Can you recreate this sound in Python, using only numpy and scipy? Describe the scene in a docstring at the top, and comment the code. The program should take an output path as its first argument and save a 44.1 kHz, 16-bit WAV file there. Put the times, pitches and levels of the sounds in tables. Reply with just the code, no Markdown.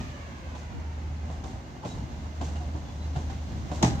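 """On a station platform, an electric locomotive rolls in and draws level with the listener.
Its machinery makes a deep hum that swells and fades, and a thin whine. Rough wheels on rough rails
rumble and hiss, knock over the joints between rails and chirp faintly where their rims rub.
Light wind brushes the microphone; at the end a wheel hits a joint close by with a loud steel clack."""
import sys
import numpy as np
from scipy import signal
from scipy.fft import rfft, irfft
from scipy.io import wavfile

SR = 44100
rng = np.random.default_rng(int(sys.argv[2]) if len(sys.argv) > 2 else 0)


def digitize_waveform(pressure):
    """Quantize a signal to 16-bit integers and store it at the path in sys.argv[1].

    Rows of a 2-D input are taken as channels; values are limited to [-1, 1].
    """
    field = np.atleast_2d(pressure).T
    bounded = np.clip(field, -1, 1)
    quanta = np.round(bounded * 32767).astype(np.int16)
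    wavfile.write(sys.argv[1], SR, quanta)


N = 176400

# how alike left and right are, up the track and close by: f/Hz, likeness (1 same, -1 opposite)
LIKENESS_AHEAD = [(100,.96),(330,1),(700,0.59),(1300,-0.48),(2200,0.55),(3500,0.39),(7000,0.17),(16000,-0.068)]
LIKENESS_NEAR = [(100,1),(330,0.98),(700,0.64),(1300,-0.58),(2500,-0.32),(5400,-0.41),(6300,.3),(9000,-0.054)]
# tone colours (strength at each pitch) of a wheel's dull thud and sharp crack: f/Hz, level/dB
THUD_COLOUR = [(45,-24),(90,1.5),(130,9.5),(230,0),(320,-0.5),(420,-16.5),(900,-40),(3000,-82)]
CRACK_COLOUR = [(400,1),(4800,-1),(6500,10),(7600,-10.5),(15000,-29)]


def amp(db):
    """Turns decibels into a number to multiply a sound by."""
    return 10 ** (np.asarray(db) / 20)


def evened(x):
    """Scales a signal to an average power of 1."""
    return x / np.sqrt(np.mean(x ** 2) + 1e-20)


def read(points, hz):
    """Looks up a table's value at a pitch, with octaves evenly spaced."""
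    f, value = np.transpose(points)
    return np.interp(np.log(hz + 1), np.log(f + 1), value)


def level(points):
    """Joins points (t/s, level/dB) into a volume curve."""
    return amp(np.interp(np.arange(N) / SR, *np.transpose(points)))


def since(s):
    """Seconds since a moment, zero before it."""
    return np.maximum(np.arange(N) / SR - s, 0)


def drift(hz):
    """A random wobble, up to about hz times a second."""
    f = np.fft.rfftfreq(N, 1 / SR)
    return evened(irfft(rfft(rng.standard_normal(N)) * np.exp(-(f / hz) ** 2) * (f > 0), N))


def struck(s, rise_s, t60, tail_db, tail_t60):
    """Volume of a blow: a rise, a quick fade and a weak long tail (t60: seconds to fall 60 dB)."""
    t = since(s)
    fall = -np.log(1000) * np.maximum(t - rise_s, 0)
    return np.minimum(t / rise_s, 1) * np.hypot(np.exp(fall / t60), amp(tail_db) * np.exp(fall / tail_t60))


def arch(s, length):
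    """A smooth swell and fade."""
    return np.sin(np.pi * np.minimum(since(s) / length, 1))


def noise(colour, grain_db=0, likeness=None, alike=1, lean_db=0):
    """Stereo noise of a given colour, made of tiny impacts whose sizes vary by grain_db."""
    # how alike the two sides usually are: f/Hz, likeness
    usual_likeness = [(20,-.1),(70,.88),(280,1),(500,.1),(750,0.17),(1100,-0.72),(2500,0.039)]
    # how much louder the left side is: f/Hz, level/dB
    balance = [(180,0),(550,-2.5),(4970,-0.5)]
    f = np.fft.rfftfreq(N, 1 / SR)
    a, b = rfft(rng.standard_normal((2, N)) * amp(grain_db * drift(910)))
    same = np.clip(alike * read(likeness or usual_likeness, f), -1, 1)
    mid, side = a * np.sqrt(1 + same), b * np.sqrt(1 - same)
    lean = amp((read(balance, f) + lean_db) / 2)
    left_right = np.array([(mid + side) * lean, (mid - side) / lean])
    return evened(irfft(left_right * amp(read(colour, f)), N))


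def out_of_step(likeness, coin):
    """Shifts a wave's left and right sides apart; coin (0 to 1) picks which one leads."""
    return np.sign(coin - .5) * np.arccos(np.clip(likeness, -1, 1)) * np.array([[-.5], [.5]])


def tone(hz, likeness):
    """A pure tone, steady or gliding, that reaches left and right out of step."""
    start, coin = rng.random(2)
    turns = np.cumsum(hz * np.ones(N)) / SR + start
    return np.sqrt(2) * np.sin(2 * np.pi * turns + out_of_step(likeness, coin))


def whistle(hz, width_hz, likeness=0.4):
    """A fuzzy tone: a narrow band of noise around a steady or gliding pitch."""
    f = np.fft.fftfreq(N, 1 / SR)
    white = rng.standard_normal((2, N)) + 1j * rng.standard_normal((2, N))
    flutter = np.fft.ifft(np.fft.fft(white) / (1 + (f / width_hz) ** 2))
    a, b = (flutter * np.exp(2j * np.pi * np.cumsum(hz * np.ones(N)) / SR)).real
    mid, side = a * np.sqrt(1 + likeness), b * np.sqrt(1 - likeness)
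    return evened(np.array([mid + side, mid - side]))


def wind():
    """Low puffs of air hit each side of the microphone differently."""
    # puffs: t/s, length/s, level/dB
    puffs = [(0.695,0.14,-37),(3.60,0.1,-39),(3.874,0.095,-31)]
    # their colour: f/Hz, level/dB
    colour = [(20,-24),(70,3.5),(260,-9),(2000,-75)]
    return sum(amp(db) * arch(s, length) for s, length, db in puffs) * noise(colour, alike=0)


def whine(width_hz=32, growth_db_per_s=1.5, full_s=1.8):
    """Thin whistles from the locomotive grow a little as it nears."""
    # whistles at full strength: f/Hz, level/dB
    pitches = [(1560,-71.5),(2075,-66.5),(2840,-70)]
    nearing = amp(growth_db_per_s * np.minimum(np.arange(N) / SR - full_s, 0))
    return nearing * sum(amp(db) * whistle(hz, width_hz) for hz, db in pitches)


def distant_rush(first_lag_s=0.00161, lag_s_per_s=0.00066, echo_share=0.61):
    """The rush of far wheels mixes with its echo off the ground into slowly falling hollow tones."""
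    # the rush's volume: t/s, level/dB
    volume = [(0,-49.5),(1.5,-60),(4,-75)]
    # its colour: f/Hz, level/dB
    colour = [(350,-14),(600,-3.5),(1000,2.5),(2400,0.5),(3300,-8.5),(8000,-42)]
    # pitches the echo boosts: width/Hz, starting level against the rush/dB, fade/(dB per s)
    peaks = [(16,-3.5,4),(22,-8,-4.5),(35,-10,3.5)]
    t = np.arange(N) / SR
    direct = noise(colour)
    lag = first_lag_s + lag_s_per_s * t  # the echo lags more as the train nears
    echo = np.array([np.interp(t - lag, t, side) for side in direct])
    tones = sum(amp(db - fade * t) * whistle((k + 1) / lag, width_hz, likeness=0.21)
                for k, (width_hz, db, fade) in enumerate(peaks))
    return level(volume) * (evened(direct + echo_share * echo) + tones)


def rim_chirps(stray_hz=30, sag_hz_per_s=320, rasp_db=4.0):
    """Wheel rims brush the rail: brief, unsteady squeaks that sag in pitch."""
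    # squeaks: t/s, length/s, f/Hz, level/dB
    chirps = [(1.876,.095,3880,-55),(2.84,.11,3450,-63),(2.987,0.094,3989,-59.5)]
    stray = stray_hz * drift(140)
    squeaks = 0
    for s, length, hz, db in chirps:
        pitch = hz + stray - sag_hz_per_s * (since(s) - length / 2)
        squeaks += amp(db) * arch(s, length) * tone(pitch, 0.33)
    return squeaks * amp(rasp_db * drift(110))


def rolling():
    """Rough wheels on rough rails make a low rumble, a roar and a high hiss that shake together."""
    # volume of each: t/s, level/dB
    rumble_volume = [(0,-34),(.12,-43),(1,-42),(1.5,-39),(1.76,-42.5),(2.03,-36),(2.3,-42.5),(2.65,-39),(3.4,-38.5),(3.55,-33.5),(3.68,-38),(4,-30)]
    roar_volume = [(0,-49),(2,-47),(3.6,-46),(4,-40.5)]
    hiss_volume = [(0,-50.5),(.15,-55.5),(.8,-58),(1.76,-57.5),(2.1,-56),(2.7,-56),(4,-52)]
    # colour of each: f/Hz, level/dB
    rumble_colour = [(20,-42),(33,-23),(47,3),(65,6.5),(95,2),(130,1.5),(195,-4.5),(260,-4),(320,-13.5),(390,-18),(700,-48),(2000,-80)]
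    roar_colour = [(150,2.5),(330,5.5),(420,-0.5),(500,1),(600,3.5),(830,2.5),(1000,0),(1300,-4.5),(1800,-7.5),(2100,-12),(2500,-18),(3500,-24),(8000,-46)]
    hiss_colour = [(800,-19),(2000,2.5),(3000,3),(4200,2.5),(5200,0),(6500,2),(7500,-6),(8500,-13),(9600,-24),(12000,-17.5),(16000,-21.5)]
    jolt = drift(14.3)
    rumble = amp(jolt) * noise(rumble_colour)
    roar = amp(0.83 * jolt) * noise(roar_colour, grain_db=1.5, likeness=LIKENESS_AHEAD, alike=0.78)
    hiss = amp(0.45 * jolt) * noise(hiss_colour, grain_db=1.0)
    return level(rumble_volume) * rumble + level(roar_volume) * roar + level(hiss_volume) * hiss


def tick():
    """A wheel catches a rail end with a tiny crack."""
    # steel touching steel: t/s, level/dB
    touches = [(1.44,-43)]
    volume = sum(amp(db) * struck(s, .0004, 0.0098, -24, .06) for s, db in touches)
    return volume * noise(CRACK_COLOUR, grain_db=1.0, likeness=LIKENESS_AHEAD)


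def far_joints(rattle_db=0.4, stray_hz=8.5):
    """Wheels drop over joints up the track: each thuds, knocks, clashes and rings; the rail sizzles."""
    # wheel drops: t/s, rise/s, thud/dB, knock/dB, clash/dB, sizzle/dB, ring f/Hz, ring level/dB
    drops = [(0.0,0.007,-35.5,-46,-53,-63,619,-43),(0.546,0.0085,-40,-42,-49,-55,1010,-56),(1.294,.009,-41,-45,-55,-57.5,757,-53),(1.435,0.0097,-38,-39,-50,-53,761,-44.5),
             (1.826,0.014,-43,-40,-55,-70,856,-44.5),(1.845,0.01,-31,-35,-44.5,-48.5,615.4,-40.5),(2.408,0.0072,-30,-35.5,-43,-48,715,-42),(2.552,.008,-39.5,-44,-46,-60,2835,-54),
             (2.602,0.011,-40.5,-47,-54,-65,717,-44),(2.744,0.0091,-38,-44,-59,-61.5,303,-38),(3.151,0.014,-31.5,-37,-46,-53.5,742,-41),(3.295,.009,-39,-46,-46,-63,778,-47.5),(3.713,0.0046,-31,-35.5,-46,-47.5,740,-44)]
    # colours of a drop's parts: f/Hz, level/dB
    knock_colour = [(150,-12),(380,-3),(520,-3),(690,-1),(880,-1),(1150,-8),(1600,-28),(4000,-50)]
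    clash_colour = [(700,-20),(1400,11),(2200,-1),(3200,4.5),(5000,-4),(6800,-2),(8200,-13),(9800,-30),(16000,-34)]
    sizzle_colour = [(1200,-9),(2500,-2),(3900,0.5),(5000,-0.5),(6600,3),(8000,-5.5),(9800,-21.5),(12000,-20.5),(16000,-37)]
    thud = knock = clash = sizzle = ring = 0
    stray = stray_hz * drift(29.2)
    for s, rise_s, thud_db, knock_db, clash_db, sizzle_db, ring_hz, ring_db in drops:
        # overlapping noises add up by power, so their volumes are squared
        thud += (amp(thud_db) * struck(s, 1.21 * rise_s, 0.13, -10.5, 0.76)) ** 2
        knock += (amp(knock_db) * struck(s, rise_s, 0.17, -11.0, 0.85)) ** 2
        clash += (amp(clash_db) * struck(s, 0.87 * rise_s, 0.13, -16, 0.48)) ** 2
        sizzle += (amp(sizzle_db) * struck(s, 0.039, 0.46, -27, .7)) ** 2
        ring += amp(ring_db) * struck(s, rise_s, 0.18, -16, 0.7) * tone(ring_hz + stray, 0.78)
    rattle = amp(rattle_db * drift(72))
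    return (ring + np.sqrt(thud) * noise(THUD_COLOUR, likeness=LIKENESS_AHEAD)
            + rattle * np.sqrt(knock) * noise(knock_colour, grain_db=2.0, likeness=LIKENESS_AHEAD)
            + rattle * np.sqrt(clash) * noise(clash_colour, grain_db=2.5, likeness=LIKENESS_AHEAD)
            + np.sqrt(sizzle) * noise(sizzle_colour, grain_db=2.0, likeness=LIKENESS_AHEAD))


def hum(hz=76.4, waver_hz=0.25, flutter_db=0.44):
    """The locomotive's machinery makes one deep, nearly pure tone."""
    # its swells and fades: t/s, level/dB
    swells = [(0,-47),(.7,-39.5),(1.3,-33.5),(1.5,-43.5),(1.72,-56),(2.15,-42),(2.5,-31),(2.75,-33.5),(2.88,-45.5),(2.99,-33.5),(3.35,-34),(3.6,-41.5),(3.92,-34),(4,-40)]
    turns = np.cumsum(hz + waver_hz * drift(4.6)) / SR
    volume = level(swells) * amp(0.2 + flutter_db * drift(9.7))
    return volume * evened(np.sin(2 * np.pi * turns)) * amp([[-.3], [.3]])  # a bit louder on the right


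def near_clack(crack_s=3.8305, thump_s=3.8325, thump_hz=242, thump_rise_s=0.0043):
    """A wheel hits the nearest joint: quick steel blows, a crack, a heavy thump and ringing metal."""
    # the wheel touches, lands and bounces: t/s, relative level/dB
    blows = [(3.816,-9.5),(3.8253,-6.5),(3.827,-1.5),(3.8435,-6),(3.872,-14)]
    # colours of those blows: f/Hz, level/dB
    knock_colour = [(120,-14),(320,2),(520,-8.5),(720,-1),(900,-4.5),(1200,-13),(1600,-26),(4000,-65)]
    clash_colour = [(700,-21),(1300,1),(2000,3),(2600,-0.5),(3500,-0.5),(4800,-1.5),(6300,1.5),(7400,-4),(8600,-11.5),(10000,-24),(13000,-25),(16000,-45)]
    # ringing notes of the wheel and its frame: f/Hz, relative level/dB, t60/s
    notes = [(122.5,-2,0.48),(167.1,-1.5,0.37),(298,-3.5,0.21),(695,-10,0.15),(800,-16,0.84),(876,-8,0.2),(1230,-14,0.28),(1570,-28,0.82),(3940,-30,1),(6200,-26,0.28)]
    knock_power = sum((amp(db) * struck(s, 0.0024, 0.096, -16.0, 0.54)) ** 2 for s, db in blows)
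    clash_power = sum((amp(db) * struck(s, 0.00065, 0.04, -5.5, 0.32)) ** 2 for s, db in blows[1:])
    knock = np.sqrt(knock_power) * noise(knock_colour, grain_db=1.5, likeness=LIKENESS_NEAR, lean_db=-.5)
    clash = np.sqrt(clash_power) * noise(clash_colour, grain_db=1.5, likeness=LIKENESS_NEAR, lean_db=3)
    crack = struck(crack_s, 0.00035, 0.026, -28, .1) * noise(CRACK_COLOUR, grain_db=3, lean_db=3)
    t = since(thump_s)
    thump = t / thump_rise_s * np.exp(1 - t / thump_rise_s) * np.sin(2 * np.pi * thump_hz * t)
    shudder = struck(thump_s, .004, 0.47, -10, .8) * noise(THUD_COLOUR, likeness=LIKENESS_NEAR)
    ring = 0
    for hz, db, t60 in notes:
        start, coin = rng.random(2)
        wave = np.sin(2 * np.pi * (hz * t + start) + out_of_step(read(LIKENESS_NEAR, hz), coin))
        ring += amp(db) * np.exp(-np.log(1000) * t / t60) * wave
    ring *= np.minimum(t / 0.0016, 1)  # silent until the thump
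    return (amp(-18.5) * knock + amp(-24.5) * clash + amp(-21.5) * crack
            + amp(-16) * thump + amp(-25) * shudder + amp(-20.5) * ring)


def scene():
    """The train and the wind, heard from the platform."""
    train = hum() + whine() + distant_rush() + rolling() + far_joints() + tick() + near_clack()
    return train + rim_chirps() + wind()


def record(dry):
    """Trims away the deepest bass (below 30 Hz) and the highest treble (above 15720 Hz)."""
    bass_cut = signal.butter(4, 30, "high", fs=SR, output="sos")
    treble_cut = signal.firwin(511, 15720, window=("kaiser", 9), fs=SR)
    return signal.oaconvolve(signal.sosfilt(bass_cut, dry), treble_cut[None], "same")


dry = scene()
out = record(dry)
digitize_waveform(out)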